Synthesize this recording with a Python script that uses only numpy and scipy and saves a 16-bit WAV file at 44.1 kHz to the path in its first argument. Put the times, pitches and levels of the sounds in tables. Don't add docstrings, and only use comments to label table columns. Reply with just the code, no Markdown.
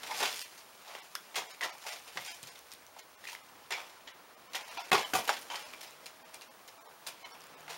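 import sys
import numpy as np
from scipy import signal
from scipy.fft import rfft, irfft, next_fast_len
from scipy.io import wavfile
from scipy.ndimage import uniform_filter1d, map_coordinates

SR = 44100
rng = np.random.default_rng(int(sys.argv[2]) if len(sys.argv) > 2 else 0)


def file_out(sig):
    cols = np.atleast_2d(sig).T
    lim = np.clip(cols, -1, 1)
    pcm = np.round(lim * 32767).astype(np.int16)
    wavfile.write(sys.argv[1], SR, pcm)


def amplitude_ratio(level_db):
    exponent = np.asarray(level_db, float) / 20
    return 10 ** exponent


N = 342902


def unit(x):
    return x / np.sqrt(np.mean(x ** 2) + 1e-20)


def along(points, hz):
    f, v = np.transpose(points)
    return np.interp(np.log(hz + 1), np.log(f + 1), v)


def wobble(rate):
    knots = rng.standard_normal(int(N * rate / SR) + 4)
    return map_coordinates(knots, [np.arange(N) * rate / SR])


def filtered(x, response):
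    m = next_fast_len(N + SR // 2)
    return irfft(rfft(x, m) * response(np.fft.rfftfreq(m, 1 / SR)), m)[..., :N]


def coloured(x, spectrum):
    closed = [(spectrum[0][0] / 2, -80), *spectrum, (spectrum[-1][0] * 2, -80)]
    return unit(filtered(x, lambda hz: amplitude_ratio(along(closed, hz))))


def patchy(depth_db):
    z = signal.stft(rng.standard_normal(N), nperseg=256)[2]
    field = uniform_filter1d(rng.standard_normal(z.shape), size=4, axis=0)
    field = uniform_filter1d(field, size=7, axis=1)
    return signal.istft(z * amplitude_ratio(depth_db * unit(field)), nperseg=256)[1][:N]


def during(rows, fade_s):
    s, *cols = np.transpose(rows)
    span = slice(max(round((s[0] - fade_s) * SR), 0), min(round((s[-1] + fade_s) * SR), N))
    t = np.arange(span.start, span.stop) / SR
    gain = np.clip(np.minimum(t - s[0], s[-1] - t) / fade_s + 1, 0, 1)
    return span, gain, [np.interp(t, s, c) for c in cols]


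def above(x, edge_hz):
    return signal.sosfilt(signal.butter(3, edge_hz, "high", fs=SR, output="sos"), x)


def sand(lumps_db, grains_db):
    # hz, density_db [dB per Hz]
    body = [(150, -30), (450, -7), (900, 1), (1500, -7.5), (2500, -22.5)]
    grit = [(900, -27.5), (1500, -6), (2500, -0.5), (5000, -8), (7500, -14)]
    sizzle = [(3000, -11.5), (5000, -8), (9000, -11), (15500, -17)]
    slips = lumps_db * wobble(90) + grains_db * wobble(700)
    spiky = [.7, 1.05, 1.15]
    return np.array([coloured(amplitude_ratio(k * slips) * patchy(1.8), c) for k, c in zip(spiky, (body, grit, sizzle))])


def scuffs():
    # time_s, effort_db, lightness [0-1]
    turn = [
        (0, -56.5, 0.6),
        (.126, -40.5, 0.38),
        (.19, -37, 0.74),
        (.21, -32, 0),
        (.32, -39.5, 0.61),
        (.424, -45.5, 1),
    ]
    # time_s, level_db, lightness
    stir = [(.45, -56.5, .6), (.88, -64.5, .05), (1.2, -59.5, 0.39), (1.34, -61.5, 0.026), (1.98, -63, .3),
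            (2.04, -68, .05), (2.14, -68, .05), (2.3, -64, .5), (2.6, -66, 0.61), (2.94, -65.5, 0.42),
            (3.9, -62, 0.2), (4.3, -67.5, -0.098), (4.7, -58, 0.5), (5.9, -63.5, 0.031), (7.0, -67, -0.47),
            (7.1, -56.5, 0.39), (7.58, -62.5, -.3), (7.78, -58, 0.22)]
    # peak_s, level_db, lightness, rise_s, fall_s [s per 20 dB]
    drags = [(.92, -50, .1, .12, 0.2), (1.935, -44, 0.21, 0.1, 0.07), (1.87, -46, .3, .05, .1),
             (2.085, -53, .02, .04, .04), (2.295, -42.5, 0.54, 0.21, 0.0854), (3.3, -48, 0.5, .09, 0.1),
             (4.73, -51.5, .05, 0.088, 0.26), (5.6, -54, 0.51, 0.088, .5), (1.53, -52, .4, .12, 0.03),
             (5.42, -63.5, 1.75, .1, .08), (1.9, -57, 0.51, 0.045, 0.02)]
    # time_s, level_db, lightness, fall_s [s per 20 dB]
    skids = [(1.42, -43.5, -0.0023, 0.03), (1.699, -48, 0.15, 0.11), (2.44, -53, 0.52, 0.24),
             (2.98, -57, 0.44, 0.03), (3.77, -44, -.15, 0.12), (4.58, -46, 0.073, 0.1),
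             (4.79, -42.5, -.2, 0.06), (4.981, -33.5, -0.09, 0.1), (5.205, -47, 0.39, 0.16),
             (5.31, -45, 0.35, 0.05), (5.519, -43.5, 0.0086, 0.13), (5.81, -63, 0.34, 0.15),
             (7.7, -44.5, 0.2, 0.16)]
    # body_db, sizzle_db
    heavy_db = (0.6, -8)
    light_db = (-13, 3)
    (body_db, sizzle_db), (thin_db, bright_db) = heavy_db, light_db
    skid_rise_s, lightens = .02, 0.41

    def layers(db, light):
        body = body_db + light * (thin_db - body_db)
        sizzle = sizzle_db + light * (bright_db - sizzle_db)
        return amplitude_ratio(db - 3.5 + np.array([body, 0 * light, sizzle]))

    levels, t = np.zeros((3, N)), np.arange(N) / SR
    for rows in (turn, stir):
        span, touch, (db, light) = during(rows, fade_s=0.014)
        levels[:, span] += touch * layers(db, light)
    slides = [(s, db, light, skid_rise_s, fall_s) for s, db, light, fall_s in skids]
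    for s, db, light, rise_s, fall_s in drags + slides:
        span = slice(max(round((s - 2 * rise_s) * SR), 0), round((s + 2 * fall_s) * SR))
        off = np.maximum((s - t[span]) / rise_s, (t[span] - s) / fall_s)
        levels[:, span] += layers(db - 20 * off, light + lightens * off)
    return (levels * sand(lumps_db=2.1, grains_db=2.3)).sum(0)


def blows():
    # start_s, grit_db, body_db, t60_s
    sandy = [(0.5765, -43.5, -5, 0.16), (1.1526, -25.5, -14, 0.035), (2.429, -43.5, 0, 0.082),
             (2.469, -39, -11, 0.12), (2.719, -43, -23, 0.13), (5.136, -24, 1, 0.1),
             (5.15, -23.5, -1, 0.18), (5.1874, -27.5, 1, 0.076), (5.8072, -36.5, -20, .08),
             (5.8265, -38, -9, .08), (6.058, -31.5, -11, 0.061), (6.339, -35.5, -6.5, .09),
             (6.6793, -36, -15, .045), (7.066, -31, -5.5, 0.12), (7.0844, -33, -8, .039)]
    gritty = [(0.031, -32, -7.5, 0.096), (0.226, -21, -5, .15), (.95, -36, 6.5, 0.047),
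              (1.356, -21.5, -8.5, .19), (1.378, -25.5, -5, .1), (1.6096, -28.5, -1.5, .14),
              (1.6302, -23.5, -4, 0.12), (1.6415, -26.5, 3, .11), (2.5535, -38, -22, 0.066),
              (2.9636, -47, 5.5, 0.057), (2.986, -37, -11, .11), (3.241, -37, -6, .04),
              (3.271, -33, -21, 0.11), (3.3284, -35, -8, 0.05), (4.5338, -33, -6, .1),
              (4.547, -27, -6.5, 0.14), (4.9266, -17, -13, 0.12), (5.04, -36, -11, .08),
              (5.2756, -20, -5, 0.088), (6.4155, -36.5, -10, 0.089)]
    dusty = [(0.106, -31, -5, 0.16), (0.253, -19.5, -11, .068), (.8854, -42, 0, .14),
             (1.3427, -35, -4, .08), (3.7058, -27, -2.5, 0.14), (3.7194, -21, -11, 0.1),
             (4.559, -30.5, -4, .08), (4.9177, -17.5, -4, 0.072), (4.944, -19, -5, .11),
             (5.2924, -14.5, 0.4, .06), (5.3294, -26.5, -10, .087), (5.365, -27.5, -15, .08),
             (5.5544, -27, -21, .1), (7.6799, -40, -2, 0.05)]
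    bare = [
        (2.156, -40.5, 3, 0.049),
        (2.172, -23, -2.5, 0.053),
        (3.7636, -34, -10, .069),
        (4.072, -36.5, -8, 0.14),
        (4.7716, -30.5, -2.5, .06),
        (5.5004, -25, -3, 0.03),
        (5.51, -35, -7, .12),
        (7.2336, -47, -14, 0.09),
        (7.2446, -36, -9.5, .09),
    ]
    fizz = (3, -4, -9, -24)
    power, t = np.zeros((3, N + SR)), np.arange(SR // 5) / SR
    lasting = np.array([[1.15], [1.01], [.75]])
    rise_s = np.array([[.0017], [.0017], [.0028]])
    surfaces = zip((sandy, gritty, dusty, bare), fizz)
    contacts = [(*row, fizz_db) for rows, fizz_db in surfaces for row in rows]
    for s, db, body_db, t60, sizzle_db in contacts:
        level_db = db - 9 + np.array([[body_db], [0], [sizzle_db]])
        shape = amplitude_ratio(level_db - 60 * t / (max(t60, .004) * lasting)) * (1 - np.exp(-t / rise_s))
        power[:, round(s * SR):][:, :len(t)] += shape ** 2
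    return (np.sqrt(power[:, :N]) * sand(lumps_db=0.8, grains_db=1.9)).sum(0)


def ticks(rows, t60, gain_db, size):
    out, t = np.zeros(N + SR), np.arange(SR // 60) / SR
    cracks = uniform_filter1d(rng.standard_normal((len(rows), len(t))), size=size, axis=1)
    for (s, db, hz), crack in zip(rows, cracks):
        decay = amplitude_ratio(db + gain_db - 60 * t / t60)
        out[round(s * SR):][:len(t)] += decay * (1 + 1.8 * crack) * np.sin(2 * np.pi * hz * t)
    return out[:N]


def claws_and_grit():
    # start_s, peak_db, ring_hz
    claws = [(0.227, -31, 2900), (0.2526, -25, 1510), (0.951, -29.5, 2000), (1.153, -25.5, 1640),
             (1.1636, -38, 1980), (1.3562, -20.5, 3440), (1.6095, -23, 1980), (2.1722, -18.5, 1890),
             (2.2496, -31, 5600), (3.2405, -31, 1880), (3.253, -28.5, 1910), (3.2715, -35, 2630),
             (3.2878, -27, 1900), (3.3505, -26, 2080), (3.707, -37, 2850), (4.5471, -24, 1940),
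             (4.5664, -21, 1990), (4.9168, -6.5, 1910), (4.9302, -11, 3450), (5.1352, -19, 1530),
             (5.277, -25, 2980), (5.2925, -11, 1530), (5.5010, -30, 1960), (5.736, -32, 2380),
             (6.059, -37, 4200), (6.4228, -36, 4200), (7.0658, -32, 4100), (7.0747, -27, 4030),
             (7.6796, -28, 2060)]
    pebbles = [(0.175, -24, 5000), (0.363, -25, 4650), (0.4154, -21.5, 4860), (1.1528, -16.5, 5300),
               (1.7823, -36, 6800), (2.43, -29, 8220), (2.4734, -35, 4700), (2.591, -32.5, 6000),
               (2.7177, -28.5, 5500), (2.7364, -30, 9000), (2.8658, -33.5, 6000), (3.3315, -29, 4690),
               (4.5338, -26, 4030), (5.8155, -27.5, 5500), (5.8304, -30, 5110), (5.909, -36, 7040),
               (6.3354, -42.5, 5700), (6.412, -33, 4230), (6.6776, -33, 7010), (7.407, -34, 5750),
               (7.418, -36, 4920), (7.44, -36, 4800)]
    grains = [(0.0329, -36, 3620), (0.1913, -28, 5070), (0.3934, -33, 4800), (0.408, -33, 5420),
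              (0.5785, -43, 6040), (0.59, -43, 4490), (0.978, -40, 1950), (1.0127, -44, 2840),
              (1.0339, -44, 5890), (1.4404, -37, 1780), (1.5067, -42, 4170), (1.5468, -44, 2540),
              (1.5938, -45, 4220), (1.6946, -38, 2050), (1.8947, -36, 2010), (1.915, -35, 5680),
              (1.9939, -44, 6160), (2.181, -32, 2690), (2.2384, -37, 3470), (2.4346, -43, 7410),
              (2.4618, -41, 4310), (2.4857, -39, 4480), (2.5152, -47, 5220), (2.6352, -49, 4250),
              (2.7089, -46, 5510), (2.7258, -41, 4880), (2.7495, -45, 3920), (2.9934, -41, 6270),
              (3.3627, -41, 3000), (3.7527, -31, 2260), (3.7677, -33, 2240), (4.56, -30, 2200),
              (4.5736, -33, 1960), (4.591, -35, 1990), (4.6095, -36, 1920), (4.6204, -41, 3100),
              (4.7279, -40, 1990), (4.7741, -38, 2060), (4.8986, -44, 8790), (5.0479, -30, 2980),
              (5.3293, -30, 5530), (5.3398, -31, 1830), (5.5096, -34, 2260), (5.5378, -34, 3140),
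              (5.5439, -31, 2080), (5.5551, -30, 3030), (5.6267, -37, 2930), (5.6548, -41, 2050),
              (5.6886, -43, 4110), (5.6966, -43, 5110), (5.7474, -42, 2210), (5.8729, -46, 4910),
              (6.0651, -35, 4240), (6.3442, -38, 9000), (6.6923, -43, 5310), (7.245, -39, 2160),
              (7.4372, -46, 4920), (7.5958, -48, 2390), (7.6193, -47, 2920), (7.6652, -46, 2000)]
    specks = [(3.7075, -34, 8800), (5.137, -27, 6200), (5.246, -36, 12500), (5.253, -40, 9500),
              (5.2755, -31, 13000), (5.392, -39, 12000), (5.414, -41, 11000), (7.322, -42, 5600),
              (7.33, -41, 5400), (7.468, -44, 7300), (7.607, -44, 7000)]
    clicks = ticks(claws, t60=0.0097, gain_db=-5, size=9)
    clicks = clicks + ticks(pebbles, t60=0.0052, gain_db=-7.0, size=3)
    clicks = above(clicks + ticks(grains, t60=.006, gain_db=-1.2, size=7), edge_hz=650)
    return clicks + ticks(specks, t60=.012, gain_db=-3.5, size=3)


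def rings(rows, rough, rise_s, gain_db):
    out, t = np.zeros(N + SR), np.arange(SR // 5) / SR
    rub = uniform_filter1d(rng.standard_normal((len(rows), len(t))), size=60, axis=1).cumsum(1)
    for (s, db, hz, t60), drift in zip(rows, rub):
        note = np.sin(2 * np.pi * hz * t + rough * drift) * (1 - np.exp(-t / rise_s))
        out[round(s * SR):][:len(t)] += amplitude_ratio(db + gain_db - 60 * t / max(t60, .005)) * note
    return out[:N]


def ball():
    # pitch_hz, level_db, t60_s
    modes = [(403, -1, 0.17), (752, -2.5, 0.085), (1060, -16, 0.22), (1120, -11, 1.3), (1184, -5, 0.35),
             (1426, -6, 0.14), (1604, -20, 0.33), (2136, -10, 0.12), (2544, -8, 0.082)]
    # start_s, level_db
    bounces = [
        (4.9171, -25),
        (4.9287, -21.5),
        (5.136, -29.5),
        (5.152, -33.5),
    ]
    out, t = np.zeros(N + SR), np.arange(SR // 3) / SR
    for s, db in bounces:
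        for hz, level, t60 in modes:
            decay = amplitude_ratio(level + rng.normal(0, 3) - 60 * t / min(t60, .08))
            out[round(s * SR):][:len(t)] -= amplitude_ratio(db) * decay * np.sin(2 * np.pi * hz * t)
    return out[:N]


def weight():
    # start_s, peak_db, pitch_hz, t60_s
    thuds = [
        (0.219, -34, 416, 0.11),
        (1.373, -35.5, 402, 0.084),
        (1.638, -43, 450, 0.1),
        (2.155, -45, 418, 0.1),
        (2.298, -50.5, 381, 0.091),
        (3.712, -41, 438, 0.1),
        (4.917, -31, 432, 0.074),
        (4.927, -29, 355, 0.1),
        (5.138, -25, 411, 0.083),
    ]
    # start_s, peak_db, pitch_hz, t60_s
    bumps = [
        (1.374, -57, 117, 0.13),
        (2.155, -45, 167, 0.07),
        (2.189, -49, 125, 0.12),
        (2.429, -41, 160, 0.05),
        (4.919, -38, 173, 0.12),
        (5.143, -32, 150, 0.089),
        (5.191, -43, 224, 0.13),
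    ]
    return above(ball() + rings(thuds + bumps, rough=0.103, rise_s=0.0022, gain_db=-1.5), edge_hz=105)


def hollow_notes():
    # start_s, peak_db, ring_hz, t60_s
    touched = [(0.098, -30, 874, 0.06), (1.153, -26, 1544, 0.03), (1.611, -28, 1940, 0.064),
               (1.627, -23.5, 1870, 0.07), (2.172, -28.5, 2055, 0.061), (2.964, -39, 820, 0.07),
               (3.271, -31, 2560, 0.043), (3.712, -30, 2144, 0.1), (3.723, -29.5, 940, 0.065),
               (4.076, -40, 1976, 0.07), (4.772, -28.5, 960, 0.04), (4.781, -28, 880, 0.04),
               (5.292, -15, 1555, 0.029), (5.51, -27.5, 905, 0.072), (5.736, -40, 2370, 0.07),
               (7.244, -32.5, 2097, 0.045), (4.92, -21, 1089, .12)]
    return above(rings(touched, rough=.16, rise_s=.0006, gain_db=-5), edge_hz=650)


def skin_rattle():
    # start_s, peak_db, ring_hz, t60_s
    creases = [(0.108, -27, 900, .08), (0.113, -31, 2150, .06), (.205, -29, 800, .04),
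               (.222, -29, 820, .04), (4.788, -28, 760, .04), (4.9165, -15, 1900, .035),
               (4.919, -14, 1090, .035), (4.918, -19, 2600, .04), (4.926, -18, 420, .06),
               (4.927, -21, 745, .04), (4.932, -15, 1110, .04), (4.941, -16, 830, .04),
               (4.948, -18, 1130, .06), (4.975, -27, 1100, .08), (4.955, -29, 400, .1),
               (3.74, -36, 2250, .2), (5.5, -33, 3100, .05), (5.536, -35, 3100, .1), (5.535, -32, 939, .05),
               (5.19, -29, 1000, .06), (7.244, -41, 3000, .05), (7.244, -42, 4050, .05),
               (7.25, -42, 1000, .06), (1.85, -42, 900, .15), (1.385, -32, 950, .06),
               (5.293, -20, 820, .04), (5.046, -28, 3050, .03), (.226, -27, 5800, .02),
               (7.68, -38, 1500, .04), (3.328, -39, 950, .05)]
    # start_s, peak_db, ring_hz
    knocks = [(0.1806, -38, 720), (0.2371, -27, 780), (0.3703, -45, 930), (1.3066, -53, 1270),
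              (1.7499, -43, 750), (1.8769, -42, 860), (2.0613, -54, 860), (2.1571, -46, 870),
              (2.8898, -51, 890), (3.4928, -53, 1030), (4.3714, -53, 610), (4.4302, -51, 820),
              (4.6065, -43, 1030), (4.706, -48, 850), (5.0647, -42, 950), (5.1406, -25, 1460),
              (5.1534, -23, 740), (5.5686, -42, 1250), (5.7351, -46, 1270), (6.2146, -52, 1080),
              (6.5544, -54, 1120), (6.7859, -51, 1320), (6.8954, -50, 680), (7.2732, -48, 1130),
              (7.6051, -49, 750), (7.6802, -41, 890), (7.6979, -43, 850)]
    rattle = rings(creases, rough=.07, rise_s=.0015, gain_db=-1.5)
    return rattle + rings([(*row, .035) for row in knocks], rough=.12, rise_s=.002, gain_db=1.5)


def wall(x):
    # hz, t60_s
    decay = [(200, 0.24), (2000, .2), (10000, 0.13)]
    hz, t, z = signal.stft(rng.standard_normal(SR // 2), SR, nperseg=256)
    tail = signal.istft(z * amplitude_ratio(-60 * t / along(decay, hz)[:, None]), SR, nperseg=256)[1]
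    late = np.pad(x, (450, 0))
    return signal.fftconvolve(late, tail / np.linalg.norm(tail))[:N]


def traffic():
    # time_s, level_db
    swell = [
        (0.0, -53),
        (0.26, -51.5),
        (0.41, -60),
        (4.53, -58.5),
        (5.07, -54),
        (6.48, -59),
        (7.78, -56),
    ]
    # hz, density_db [dB per Hz]
    spectrum = [(15, -77), (25, -4), (75, -13.5), (311, -7.5), (450, -6.5), (493, -4.5), (540, -7),
                (634, -3.5), (711, -5.5), (1100, -4.5), (6000, -21.5), (7800, -42), (13200, -120)]
    # time_s, pitch_hz, level_db
    motors = [
        [(1.4, 79, -82), (1.7, 93, -82), (2.45, 62, -72.5), (3.7, 95, -74.5), (4.6, 81, -89)],
        [(5.6, 635, -67), (6.45, 641, -65)],
        [(6.8, 675, -64), (7.3, 684, -71)],
        [(5.85, 148.4, -73), (6.05, 147, -74)],
        [(6.9, 154.2, -74), (7.05, 158, -75)],
        [(7.35, 162, -78), (7.78, 157, -66)],
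    ]
    level_db = np.interp(np.arange(N) / SR, *np.transpose(swell)) + .6 * wobble(3)
    road = amplitude_ratio(level_db) * coloured(patchy(1.3), spectrum)
    drift_hz, swell_db = 3 * wobble(12), 2.1 * wobble(3.9)
    for rows in motors:
        span, heard, (hz, db) = during(rows, fade_s=.08)
        phase = 2 * np.pi * np.cumsum(hz + drift_hz[span]) / SR
        road[span] += heard * amplitude_ratio(db + swell_db[span]) * np.sin(phase)
    return road


def scene():
    dog = scuffs() + blows() + hollow_notes() + weight()
    yard = dog + amplitude_ratio(-7.5) * wall(dog) + traffic()
    clicks, rattle = claws_and_grit(), skin_rattle()
    return (yard + clicks + rattle + wall(amplitude_ratio(-13) * clicks + amplitude_ratio(-9) * rattle))[None]


def thinned(x, coarse_db, follow):
    thin = [20, 47, 69, 71, 80, 89, 107, 109, 117, 141, 148, 160, 193, 204, 210, 217, 220, 224, 226, 236,
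            264, 292, 304, 318, 320, 322, 339, 343, 354]
    dulled = [47, 80, 339]
    frame_s = 1024 / 48000
    hop = round(frame_s * SR)
    n, k = np.arange(2 * hop) + .5, np.arange(hop) + .5
    window = np.sqrt(2 / hop) * np.sin(np.pi * n / (2 * hop))
    basis = window * np.cos(np.pi / hop * np.outer(k, n + hop / 2))
    middle = np.round((np.array(thin) + .475) * frame_s * SR).astype(int)
    at = middle[:, None] - hop + np.arange(2 * hop)
    lines = x[at] @ basis.T
    near = np.sqrt(np.abs(uniform_filter1d(lines ** 2, size=40, axis=1)))
    step = amplitude_ratio(coarse_db) * near ** follow * near.mean(1, keepdims=True) ** (1 - follow)
    step[np.isin(thin, dulled)] *= np.where(k * SR / (2 * hop) > 6800, 4, 1)
    error = (step * np.round(lines / step) - lines) @ basis
    return x + np.bincount(at.ravel(), error.ravel(), len(x))


def band_limit(x):
    return signal.sosfilt(signal.butter(12, 16660, fs=SR, output="sos"), x)


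def record(dry):
    # pitch_hz, level_db
    scan = [(15734.3, -70), (15674.4, -75), (15614.4, -81), (15750, -75)]
    # time_s, level_db
    breeze = [
        (.5, -64),
        (4.8, -68.5),
        (5.15, -54.5),
        (5.5, -66),
    ]
    # hz, density_db [dB per Hz]
    hiss = [(2500, -16), (4000, 7.5), (9000, 8), (15000, 5.5)]
    # start_s, end_s
    mute = (4.9068, 4.9123)
    top_hz = 15840
    t = np.arange(N) / SR
    whistle = sum(amplitude_ratio(db) * np.sin(2 * np.pi * hz * t) for hz, db in scan)
    hiss_db = np.interp(t, *np.transpose(breeze)) + 1.5 + .6 * wobble(2)
    x = dry[0] + amplitude_ratio(hiss_db) * coloured(patchy(0.33), hiss)

    def microphone(hz):
        notch = 1 - .93 * np.exp(-((hz - 7865) / 140) ** 2)
        low_cut = hz ** 2 / (hz ** 2 + 70 ** 2)
        return low_cut * amplitude_ratio(-np.clip(hz - top_hz, 0, 200) / 2) * notch

    x = filtered(x, microphone) + whistle
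    x = thinned(x, coarse_db=13.5, follow=.7)
    gate = np.clip(np.maximum(mute[0] - t, t - mute[1]) / .001, 0, 1) * (t < 7.776)
    return band_limit((x * gate)[None])


dry = scene()
out = record(dry)
file_out(out)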